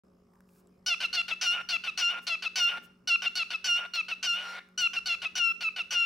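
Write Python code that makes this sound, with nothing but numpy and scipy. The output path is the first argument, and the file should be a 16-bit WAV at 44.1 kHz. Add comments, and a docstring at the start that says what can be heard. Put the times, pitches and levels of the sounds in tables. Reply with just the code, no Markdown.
"""A pet parrot on a chair back sings three runs of short, creaky whistled notes in a small room.
A vibrating membrane gives each whistle its partials; where it slips, it stalls and clicks into a creak.
Throat and beak filter the sound, and near surfaces and the room reflect it.
Claws tick on the cloth and feathers rustle as the bird shifts before it starts.
Behind it a household motor hums and buzzes faintly over soft room noise."""
import sys
import numpy as np
from scipy import signal
from scipy.fft import rfft, irfft
from scipy.io import wavfile
from scipy.ndimage import uniform_filter1d

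SR = 44100
rng = np.random.default_rng(int(sys.argv[2]) if len(sys.argv) > 2 else 0)


def dump(signal):
    """Clip the signal to [-1, 1] and save it as 16-bit WAV at the path in sys.argv[1]."""
    limited = np.clip(np.atleast_2d(signal).T, -1, 1)
    pcm = np.round(limited * 32767).astype(np.int16)
    wavfile.write(sys.argv[1], SR, pcm)


N = 267025

# Stereo balance. Each row: frequency in Hz, left minus right level in dB.
BALANCE = [(300, 0), (640, -2.5), (1410, -.5), (3100, 2.5), (6800, .5)]
def parrot():
    """Superposition: the direct song adds to early reflections and to the room's reverberation."""
    song, near = np.zeros((2, N))
    for voice in score():
        start, sound = note(*voice)
        add(song, start, sound)
        for delay, sign in rng.random((8, 2)):  # the head moves: new echoes, within 6 ms, for each note
            add(near, start + delay * .006, np.sign(sign - .5) * sound)
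    add(song, *squeak())
    song, near = highpass([song, near], 380)
    balance_db = read(BALANCE, np.fft.rfftfreq(N, 1 / SR))
    direct = np.array([irfft(rfft(song) * amp(side * balance_db), N) for side in (.5, -.5)])
    sideways = near * [[1], [-1]]  # echoes from the side are opposite in the two channels
    return direct + amp(-20.5) * sideways + amp(-12) * room(song)


SLIPS_PER_S = 350
# Subharmonic spectrum. Each row: frequency in Hz, gain in dB.
SUBHARMONIC_GAIN = [(700, -10), (2100, -4), (3500, 3)]
def note(points, beak_hz, least_rasp):
    """Self-sustained oscillation: a membrane whistles; each slip stalls it and jolts its phase."""
    times, *columns = np.transpose(points)
    t = np.arange(times[0], times[-1], 1 / SR)
    age = t - times[0]
    hz, octave_db, fundamental_db, sub_db, creak_db, treble_db = (np.interp(t, times, c) for c in columns)
    rough = 1 / (1 + amp(1.42 * (np.maximum(octave_db, fundamental_db) - creak_db - 2)))  # creak share
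    slip_count = np.cumsum(SLIPS_PER_S * amp(2 * drift(len(t), 90))) / SR
    slip = np.diff(np.floor(slip_count), prepend=0) > 0
    jolt, force, breath = rng.standard_normal((len(t), 3)).T
    turns = np.cumsum(hz * (1 + .0034 * drift(len(t), 150))) / SR
    turns += uniform_filter1d(np.cumsum(.22 * rough * slip * jolt), 24)
    swing = 1 - np.clip(1.22 * rough, 0, 1) * (1 - slip_count % 1) ** 2  # regrows after each slip
    swing = uniform_filter1d(swing, 16)
    shimmer = amp(.27 * drift(len(t), 260))
    low = amp(fundamental_db) * np.cos(2 * np.pi * turns)
    low += amp(octave_db) * shimmer * np.cos(4 * np.pi * turns + .71)
    for k in (1, 3, 5):
        low += amp(sub_db + read(SUBHARMONIC_GAIN, k * hz / 2)) * np.cos(np.pi * k * turns)
    alternation = amp(np.minimum(sub_db - fundamental_db - 4, 0))  # strong and weak cycles take turns
    beak = np.interp(age, [.02, .06], beak_hz)
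    high = upper_partials(hz, turns, beak, alternation)
    dull, sharp = creak(age, slip_count, slip * amp(1.5 * force), breath, beak)
    rasp = np.clip(least_rasp + .68 * rough ** 1.77, 0, 1)
    treble = np.sqrt(2 * (1 - rasp)) * high * swing + np.sqrt(rasp) * sharp
    leak = evened(resonate(rng.standard_normal(len(t)), 8400, 3100))  # air hisses past the membrane
    hiss = amp(.65 * creak_db + .41 * treble_db - 16.5) * highpass(leak, 7200)
    release_s = .0023 + .023 * rough[-1] ** 2
    ramp = np.clip(np.minimum(age / .0025, (times[-1] - t) / release_s), 0, 1)
    sound = np.sqrt(2) * low * swing + amp(creak_db) * dull + amp(treble_db) * treble + hiss
    return times[0], np.sin(np.pi / 2 * ramp) ** 2 * sound


# Spectrum of the partials above the octave. Each row: frequency in Hz, gain in dB.
TREBLE_GAIN = [(3300, 10.5), (4200, -2.5), (5600, -1), (6300, -7.5), (7000, -14), (8400, -18), (10000, -24),
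               (13000, -27.5), (14300, -42.5), (15500, -25.5)]
def upper_partials(hz, turns, beak_hz, alternation):
    """Source and filter: a spectral envelope and a beak resonance weight the multiples of half the pitch."""
    orders, sizes = range(6, 24), []
    for k in orders:
        formant = 1 + 2.67 / (1 + ((k * hz / 2 - beak_hz) / 400) ** 2)
        flicker_db = 3.9 * drift(len(hz), 400) * k / 12
        size = amp(read(TREBLE_GAIN, k * hz / 2) + flicker_db) * formant
        sizes.append(size * alternation if k % 2 else size)
    partials = sum(size * np.cos(np.pi * k * turns + .304 * k * k) for k, size in zip(orders, sizes))
    return partials / np.linalg.norm(sizes, axis=0)


SHUT_S, SPLIT_HZ = (.13, .27), 3700  # the beak shuts over this span after onset; dull/sharp crossover
# Creak spectra with the beak open and shut. Each row: frequency in Hz, gain in dB.
OPEN_CREAK = [(250, -30.5), (500, -11), (700, -5), (1100, -8), (1500, -3.5), (1900, -9), (2800, 12.5),
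              (3500, -20), (4300, -6.5), (6000, -9.5), (7200, -31.5), (9000, -25), (13000, -65),
              (15500, -45)]
SHUT_CREAK = [(250, -33), (500, -4), (800, -1.5), (1100, -5), (1500, -9), (2100, 0), (2800, -4.5),
              (3500, -6.5), (4300, -2.5), (6000, -23), (7200, -21), (9000, -22), (13000, -29.5),
              (15500, -38)]
def creak(age, slip_count, clicks, breath, beak_hz):
    """Impulse excitation: slip clicks and breath ring the tract, giving a dull and a sharp band."""
    breathiness = np.interp(age, [.04, .12], [.4, 1.2])
    drive = evened(clicks) + breathiness * breath * (.1 + 2 * (slip_count % 1) ** 2)
    shut = np.interp(age, SHUT_S, [0, 1])
    early, late = (signal.oaconvolve(drive, causal(c))[:len(age)] for c in (OPEN_CREAK, SHUT_CREAK))
    sound = (1 - shut) * early + shut * late
    sound *= 1 + .35 / breathiness * np.cos(2 * np.pi * slip_count - .5)  # bursts around each slip
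    dull = signal.sosfiltfilt(signal.butter(4, SPLIT_HZ, fs=SR, output="sos"), sound)
    sharp = sound - dull
    return evened(dull), evened(sharp + 2.6 * resonate(sharp, beak_hz, 320))


# Notes pass four stages: 0 onset, 1 crest of the creak, 2 clear whistle, 3 end of the whistle.
# Each row: onset in seconds; crest, clear and end in seconds after it; pitch at those three in Hz;
# octave level and its offset at the crest in dB; fundamental, subharmonic, creak and treble levels in dB;
# final swell in dB; creak, subharmonic and treble offsets when clear in dB; open beak resonance in Hz.
MIDDLE_NOTES = [ (0.861, 0.025, 0.054, 0.087, 1501, 1379, 1276, -27, 6.5, -40, -45, -40.5, -29.5, -4.5, -2, 1.5, -0.22, 5400),
                (1.128, 0.027, 0.055, 0.091, 1500, 1369, 1334, -27.5, -8, -41, -46, -40, -30.5, -4, 1.5, 2, 1, 4450),
                (1.687, 0.021, .054, 0.083, 1461, 1358, 1284, -28, -6.5, -42, -46, -40, -32, -2, 4.5, 1.5, 0.3, 4430),
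                (2.267, 0.016, 0.055, 0.09, 1439, 1331, 1280, -29, -11, -42.5, -44.5, -38.5, -31.5, -4, -2, -2, -1.9, 4200),
                (3.073, 0.017, 0.039, 0.089, 1476, 1361, 1348, -23.5, 0, -39.5, -43, -44, -31, -0.5, -3, -7, 2.6, 5270),
                (3.353, 0.026, .052, 0.082, 1488, 1357, 1270, -29, -1, -42, -45.5, -43.5, -30, -2.5, 5, -3, -0.27, 4300),
                (3.935, 0.0268, 0.0537, .08, 1408, 1325, 1240, -28, 0.5, -42.5, -50, -42, -33.5, -4.5, -3, -2.5, -0.74, 4200),
                (4.776, 0.022, 0.062, 0.1, 1496, 1382, 1334, -25, 2, -38.5, -54, -44.5, -31.5, -3.5, 4.5, 2.5, 1.3, 5660),
                (5.057, .016, 0.049, 0.096, 1500, 1366, 1316, -28, -2, -42.5, -45.5, -44.5, -31.5, -5, 7, -2.5, 1, 4370),
                (5.606, 0.022, .046, 0.085, 1441, 1300, 1279, -29, -2, -44.5, -49.5, -39, -39, -1.5, -7, -15, 1, 4440)]
SHORT_NOTES = [ (1.002, 0.017, 0.05, 0.062, 1553, 1353, 1340, -25, -8, -39.5, -51, -37, -35.5, -2, -1.5, 6, 0.5, 4200),
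               (1.28, 0.019, 0.045, .062, 1490, 1314, 1330, -27, -14, -42, -45, -40, -38.5, 1, 1, 0.5, -3.5, 4150),
               (1.836, 0.027, 0.047, 0.068, 1461, 1330, 1260, -28.5, -3, -42, -49.5, -40.5, -41.5, 1, -0.5, 3, 1.5, 4570),
               (2.422, 0.02, .044, 0.059, 1498, 1310, 1310, -27.5, -9.5, -42, -47, -40, -37.5, 5, -4, -2.5, -0.5, 4420),
               (3.219, 0.025, 0.052, .066, 1484, 1386, 1370, -23.5, -15, -39, -45, -38, -39, 2, 0, -1, 2, 5500),
               (3.503, 0.026, 0.047, 0.061, 1459, 1300, 1320, -28, -3.5, -42, -44.5, -39.5, -39, -2, -9, -8, -1.5, 4360),
               (4.082, 0.018, 0.044, .06, 1468, 1315, 1287, -28, -5.5, -43, -50.5, -40.5, -41, -9, -5, -2, 0.5, 4320),
               (4.932, 0.024, 0.04, 0.06, 1483, 1360, 1369, -27, -9, -42, -50, -40.5, -41.5, 7, 0.5, -8, 4.5, 5300),
               (5.217, 0.025, .042, 0.06, 1465, 1287, 1290, -27.5, -8, -44, -48, -39.5, -41, -1, -4, -1, -2, 3930),
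               (5.761, 0.017, .046, 0.062, 1480, 1355, 1270, -27.5, -3, -43, -48.5, -41, -40.5, -3, 0, -4, -1, 4150)]
LONG_NOTES = [ (1.411, .022, 0.058, .11, 1528, 1397, 1406, -25.5, -4.5, -35, -44.5, -35.5, -30.5, 0.27, 1.5, 1.5, 1, 5500),
              (1.974, 0.024, 0.056, 0.12, 1513, 1394, 1394, -25, -4, -35, -45, -36, -31.5, 0.39, 1.5, 2, -0.5, 5490),
              (2.556, 0.025, 0.063, 0.12, 1483, 1411, 1389, -23.5, -1, -34, -40.5, -37, -29.5, 0, 0, 0.5, -1.5, 5510),
              (3.642, 0.022, 0.053, 0.12, 1506, 1411, 1395, -24.5, -1, -35.5, -48.5, -38.5, -31.5, 0.12, 2.5, 3.5, 1, 5370),
              (4.227, 0.0239, .052, .11, 1545, 1414, 1383, -27, 1, -36, -46, -38, -33, -0.37, -3, 0, 1.5, 5470),
              (5.353, 0.029, 0.055, 0.17, 1490, 1395, 1336, -25.5, 3, -36.5, -42.5, -39, -33.5, -1.7, -2.5, -6, -3.5, 5500),
              (5.906, 0.029, 0.056, .15, 1482, 1405, 1366, -24.5, -1.5, -37, -52.5, -36.5, -34, -2, 2, 9.5, -1.5, 5700)]
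# Contour of each kind of note. Each row: stage, pitch bend in Hz, then offsets of octave,
# fundamental, subharmonics, creak and treble in dB.
MIDDLE_CONTOUR = [(0, -0.5, -8.5, -0.5, -7, -5.5, -2), (1, 1, -10.5, 2.5, 2, -1, 0),
                  (1.5, -6.5, -4, 0, -2, -5.5, -7), (2, 3.5, 0, 1.5, 5, -12, -9.5),
                  (2.45, 28, 0.5, -1, -1, -8, -10), (2.879, 20.5, 1, 3.5, -5, -9.5, -15.5),
                  (3, -45.5, 5.5, 6.5, -11, -10.5, -14.5)]
SHORT_CONTOUR = [(0, 0, -9, 2, -7, -3, -2), (1, -1.5, -9, -2, -3, -1, -6), (1.6, -4, -6, 0, 6.5, 0.5, -7),
                 (2, 0.009, 0, 0, -6, -8.5, -6.5), (2.6, 1.5, -3, -3, -18.5, -13.5, -5.5),
                 (3, -30, -11.5, -3.5, -18, -15.5, -4)]
LONG_CONTOUR = [(0, -4.5, -10.5, -3, -11.5, -6, -0.5), (1, 0.5, -12, -4.5, 0.5, 1, -0.5),
                (2, 0, -1, -1, -5, -9.5, -7.5), (2.45, -2.5, -0.5, -1, -16, -19, -6),
                (2.8, -3, -0.5, -2.5, -13, -14, -12), (3, -1, -3, 0, -5, -10, -12)]
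def score():
    """Articulation: each note has a contour, a gliding beak resonance and a least share of treble rasp."""
    kinds = [(MIDDLE_NOTES, MIDDLE_CONTOUR, 1441.6, 4300, .072),
             (SHORT_NOTES, SHORT_CONTOUR, 1465, 3430, .21),
             (LONG_NOTES, LONG_CONTOUR, 1476, 4960, .013)]
    notes = [[stages(row, contour, onset_hz), (row[-1], closed_beak_hz), least_rasp]
             for rows, contour, onset_hz, closed_beak_hz, least_rasp in kinds for row in rows]
    for long_note, ending in zip(notes[-len(LONG_NOTES):], tails()):
        long_note[0] = np.vstack([long_note[0], ending])
    return notes


def stages(row, contour, onset_hz):
    """Frequency and amplitude modulation: a row and its contour give points of time, pitch and levels."""
    onset, crest, clear, end, crest_hz, clear_hz, end_hz, octave_db, choke_db, *others_db = row[:-5]
    swell_db, clear_creak_db, clear_sub_db, clear_treble_db = row[-5:-1]
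    stage, bend_hz, *levels_db = np.transpose(contour)
    times = onset + np.interp(stage, range(4), [0, crest, clear, end])
    hz = np.interp(stage, range(4), [onset_hz, crest_hz, clear_hz, end_hz]) + bend_hz
    levels_db = levels_db + np.array([octave_db, *others_db])[:, None]
    levels_db[0] += choke_db * np.clip(1 - 2 * abs(stage - 1), 0, 1)
    levels_db[:2] += swell_db * np.clip(2 * stage - 5, 0, 1)
    levels_db[2:] += np.outer([clear_sub_db, clear_creak_db, clear_treble_db], np.clip(stage - 1, 0, 1))
    return np.column_stack([times, hz, *levels_db])


# Endings of the first five long notes. Each row: break, hollow and end times in seconds, then offsets
# in dB for all levels, for the creak, and for octave and treble when hollow.
NOTE_TAILS = [(1.544, 1.594, 1.625, 1.5, 0, -55, -74), (2.115, 2.157, 2.2, 0.5, 0, -58, -72.5),
              (2.699, 2.747, 2.792, 0.5, 0.0033, -50, -62), (3.789, 3.831, 3.87, 0, 0.0038, -57, -83.5),
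              (4.38, 4.495, 4.601, -3, 0.003, -49, -41.5)]
# Break, hollow and end. Each row: pitch in Hz, then base levels of octave, fundamental,
# subharmonics, creak and treble in dB.
TAIL_CONTOUR = [(1460, -31, -41.5, -50.5, -38.5, -54.5), (1393, 1.5, -36, -69, -43.5, -5.5),
                (1452, -58, -41.5, -49.5, -40, -59)]
def tails():
    """Change of vibration regime: a long note breaks into a creak and trails off on its fundamental."""
    for *times, level_db, creak_db, octave_db, treble_db in NOTE_TAILS:
        points = np.array(TAIL_CONTOUR)
        points[:, 1:] += level_db
        points[:, 4] += creak_db
        points[1, [1, 5]] += octave_db, treble_db
        yield np.column_stack([times, points])


# Airy end of the longest note. Each row: time in seconds, frequency in Hz, level in dB.
SQUEAK_GLIDE = [(4.545, 2200, -49.5), (4.58, 2120, -49), (4.62, 1800, -57.5)]
def squeak():
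    """Narrow-band noise: a falling resonance gives breath a pitch."""
    times, hz, db = np.transpose(SQUEAK_GLIDE)
    t = np.arange(times[0], times[-1], 1 / SR)
    glide = np.interp(t, times, hz)
    breath = resonate(resonate(rng.standard_normal(len(t)), glide, 400), glide, 900)
    return times[0], amp(np.interp(t, times, db)) * evened(breath)


# Reverberation time. Each row: frequency in Hz, time to fall 60 dB in seconds.
DECAY_TIMES = [(500, 0.25), (1400, 0.51), (2800, 0.41), (6000, 0.46), (12000, 0.62)]
def room(sound):
    """Reverberation: reflections of random sign decay exponentially, each band at its own rate."""
    taps = np.zeros((2, SR))
    arrivals = np.arange(200, SR - 20, 20) + rng.integers(0, 20, (2, (SR - 201) // 20))
    np.put_along_axis(taps, arrivals, rng.choice([-1., 1.], arrivals.shape), 1)
    taps[1] = .5 * taps[0] + .98 * taps[1]
    hz, t, spectra = signal.stft(taps, SR, nperseg=256)
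    response = signal.istft(spectra * amp(-60 * t / read(DECAY_TIMES, hz)[:, None]), SR, nperseg=256)[1]
    return signal.fftconvolve(sound[None], response / np.linalg.norm(response[0]), axes=1)[:, :N]


# Claws on cloth. Each row: start in seconds, level in dB, ring frequency in Hz.
CLAW_TICKS = [(0.336, -61, 1800), (0.356, -61, 1700), (0.406, -50, 1520), (0.491, -59, 2630),
              (0.5594, -60, 1640), (0.5866, -63, 8000), (0.6724, -59, 7690), (4.688, -55, 2300)]
def claws():
    """Damped vibration: each impact leaves a noisy ring that falls 60 dB in 7.6 ms."""
    ticks, t = np.zeros(N), np.arange(SR // 8) / SR
    for start, db, hz in CLAW_TICKS:
        ring = np.sin(2 * np.pi * hz * t) + .39 * rng.standard_normal(len(t))
        add(ticks, start, amp(db - 60 * t / .0076) * ring)
    return ticks


# Feathers and cloth. Each row: time in seconds, level in dB.
RUSTLE_LEVELS = [(.35, -94), (.46, -87), (.5, -76), (.6, -71), (.63, -88), (.8, -89)]
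# Soft hisses after two long notes. Each row: start in seconds, level in dB.
SOFT_HISSES = [(2.208, -61), (2.815, -62)]
def rustle():
    """Amplitude-modulated noise: a flickering rustle of feathers and cloth, and two smooth hisses."""
    hiss = highpass(rng.standard_normal(N), 4000, order=2)
    level_db = np.interp(np.arange(N) / SR, *np.transpose(RUSTLE_LEVELS), left=-130, right=-130)
    sound = amp(level_db + 2.2 * drift(N, 90)) * hiss
    for start, db in SOFT_HISSES:
        add(sound, start, amp(db) * hiss[round(start * SR):][:2800] * np.hanning(2800))
    return sound


TURNS_PER_S = 59.2
# Motor hum. Each row: frequency in Hz, level in dB.
HUM_LINES = [(183.0, -66.5), (231.5, -74), (366.1, -77), (414.5, -76.5), (549.1, -80.5)]
# Low rumble. Each row: time in seconds, level in dB.
RUMBLE_LEVELS = [(0, -73.5), (1.2, -72.5), (2.2, -79.5), (3.7, -78.5), (4.6, -81.5), (5.2, -70.5),
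                 (6.05, -79)]
def motor():
    """Forced vibration: over hum and rumble, one knock a turn rings the casing and puffs out hiss."""
    t, hum = np.arange(N) / SR, np.zeros(N)
    for hz, db in HUM_LINES:
        peak = np.sqrt(2) * amp(db + 1.9 * drift(N, 1500))
        hum += peak * np.sin(2 * np.pi * hz * t + .5 * drift(N, 2500))
    knocks = np.diff(np.floor(TURNS_PER_S * t), prepend=0)
    casing = resonate(resonate(knocks, 1160, 300), 1160, 300)
    puffs = resonate(rng.standard_normal(N), 5200, 350) * (1 + np.cos(2 * np.pi * TURNS_PER_S * t))
    rumble = evened(resonate(rng.standard_normal(N), 62, 42))
    rumble *= amp(np.interp(t, *np.transpose(RUMBLE_LEVELS)))
    return rumble + hum + amp(-81.5) * evened(casing) + amp(-88) * evened(puffs)


# Room noise. Each row: frequency in Hz, relative spectral density in dB.
AIR_SPECTRUM = [(20, -16), (70, -17.5), (130, -5), (240, -1.5), (450, -6), (700, -11.5), (1200, -15),
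                (2200, -23.5), (3500, -35), (7000, -34), (15500, -39.5)]
# Likeness of left and right. Each row: frequency in Hz, correlation from 0 to 1.
AIR_CORRELATION = [(180, 1), (550, 0.27), (1650, 0.14), (5000, 0.53)]
def air():
    """Partly coherent noise: random spectra, partly shared by both sides, swell in faint patches."""
    frames, hz = N // 512 + 5, np.fft.rfftfreq(2048, 1 / SR)
    a, b, c, d, patches = rng.standard_normal((frames, len(hz), 5)).T
    patches = evened(uniform_filter1d(uniform_filter1d(patches, 20, 0), 8, 1))
    shared = read(AIR_CORRELATION, hz)[:, None]
    left = a + 1j * b
    right = shared * left + np.sqrt(1 - shared ** 2) * (c + 1j * d)
    spectra = np.array([left, right]) * amp(read(AIR_SPECTRUM, hz)[:, None] + 3.9 * patches)
    return amp(-68.5) * evened(signal.istft(spectra, nperseg=2048, noverlap=1536)[1][:, :N])


def amp(db):
    """Decibels to amplitude."""
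    return 10 ** (np.asarray(db) / 20)


def evened(x):
    """Normalisation to rms 1."""
    return x / np.sqrt(np.mean(x ** 2) + 1e-20)


def read(points, hz):
    """Interpolation over log frequency."""
    f, value = np.transpose(points)
    return np.interp(np.log(hz + 1), np.log(f + 1), value)


def add(mix, start_s, sound):
    """Superposition, in place."""
    part = mix[round(start_s * SR):][:len(sound)]
    part += sound[:len(part)]


def drift(length, span):
    """Random fluctuation of rms 1, smoothed twice over span samples."""
    return evened(uniform_filter1d(uniform_filter1d(rng.standard_normal(length), span), span))


def highpass(x, hz, order=4):
    """Attenuation below hz."""
    return signal.sosfilt(signal.butter(order, hz, "high", fs=SR, output="sos"), x)


def resonate(x, hz, width_hz):
    """Resonance of gain 1 by heterodyning: shift hz down to zero, smooth, shift back."""
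    carrier = np.exp(2j * np.pi * np.cumsum(hz * np.ones(len(x))) / SR)
    pole = np.exp(-np.pi * width_hz / SR)
    return 2 * (carrier * signal.lfilter([1 - pole], [1, -pole], x / carrier + 1e-18)).real


def causal(spectrum, size=2048):
    """Minimum phase: the shortest causal response with this spectrum."""
    log_gain = np.log(amp(read(spectrum, abs(np.fft.fftfreq(size, 1 / SR)))))
    return np.fft.ifft(np.exp(np.conj(signal.hilbert(log_gain)))).real[:size // 2]


def scene():
    """Linear superposition: the pressures of all sources add."""
    return parrot() + air() + motor() + claws() + rustle()


START_S, CUTOFF_HZ = .036, 15800
def record(dry):
    """Gating and band limiting: a moment of silence, then everything below the cutoff."""
    opened = dry * (np.arange(N) / SR > START_S)
    lowpass = signal.firwin(2047, CUTOFF_HZ, window=("kaiser", 9), fs=SR)
    return signal.oaconvolve(opened, lowpass[None], "same")


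dry = scene()
out = record(dry)
dump(out)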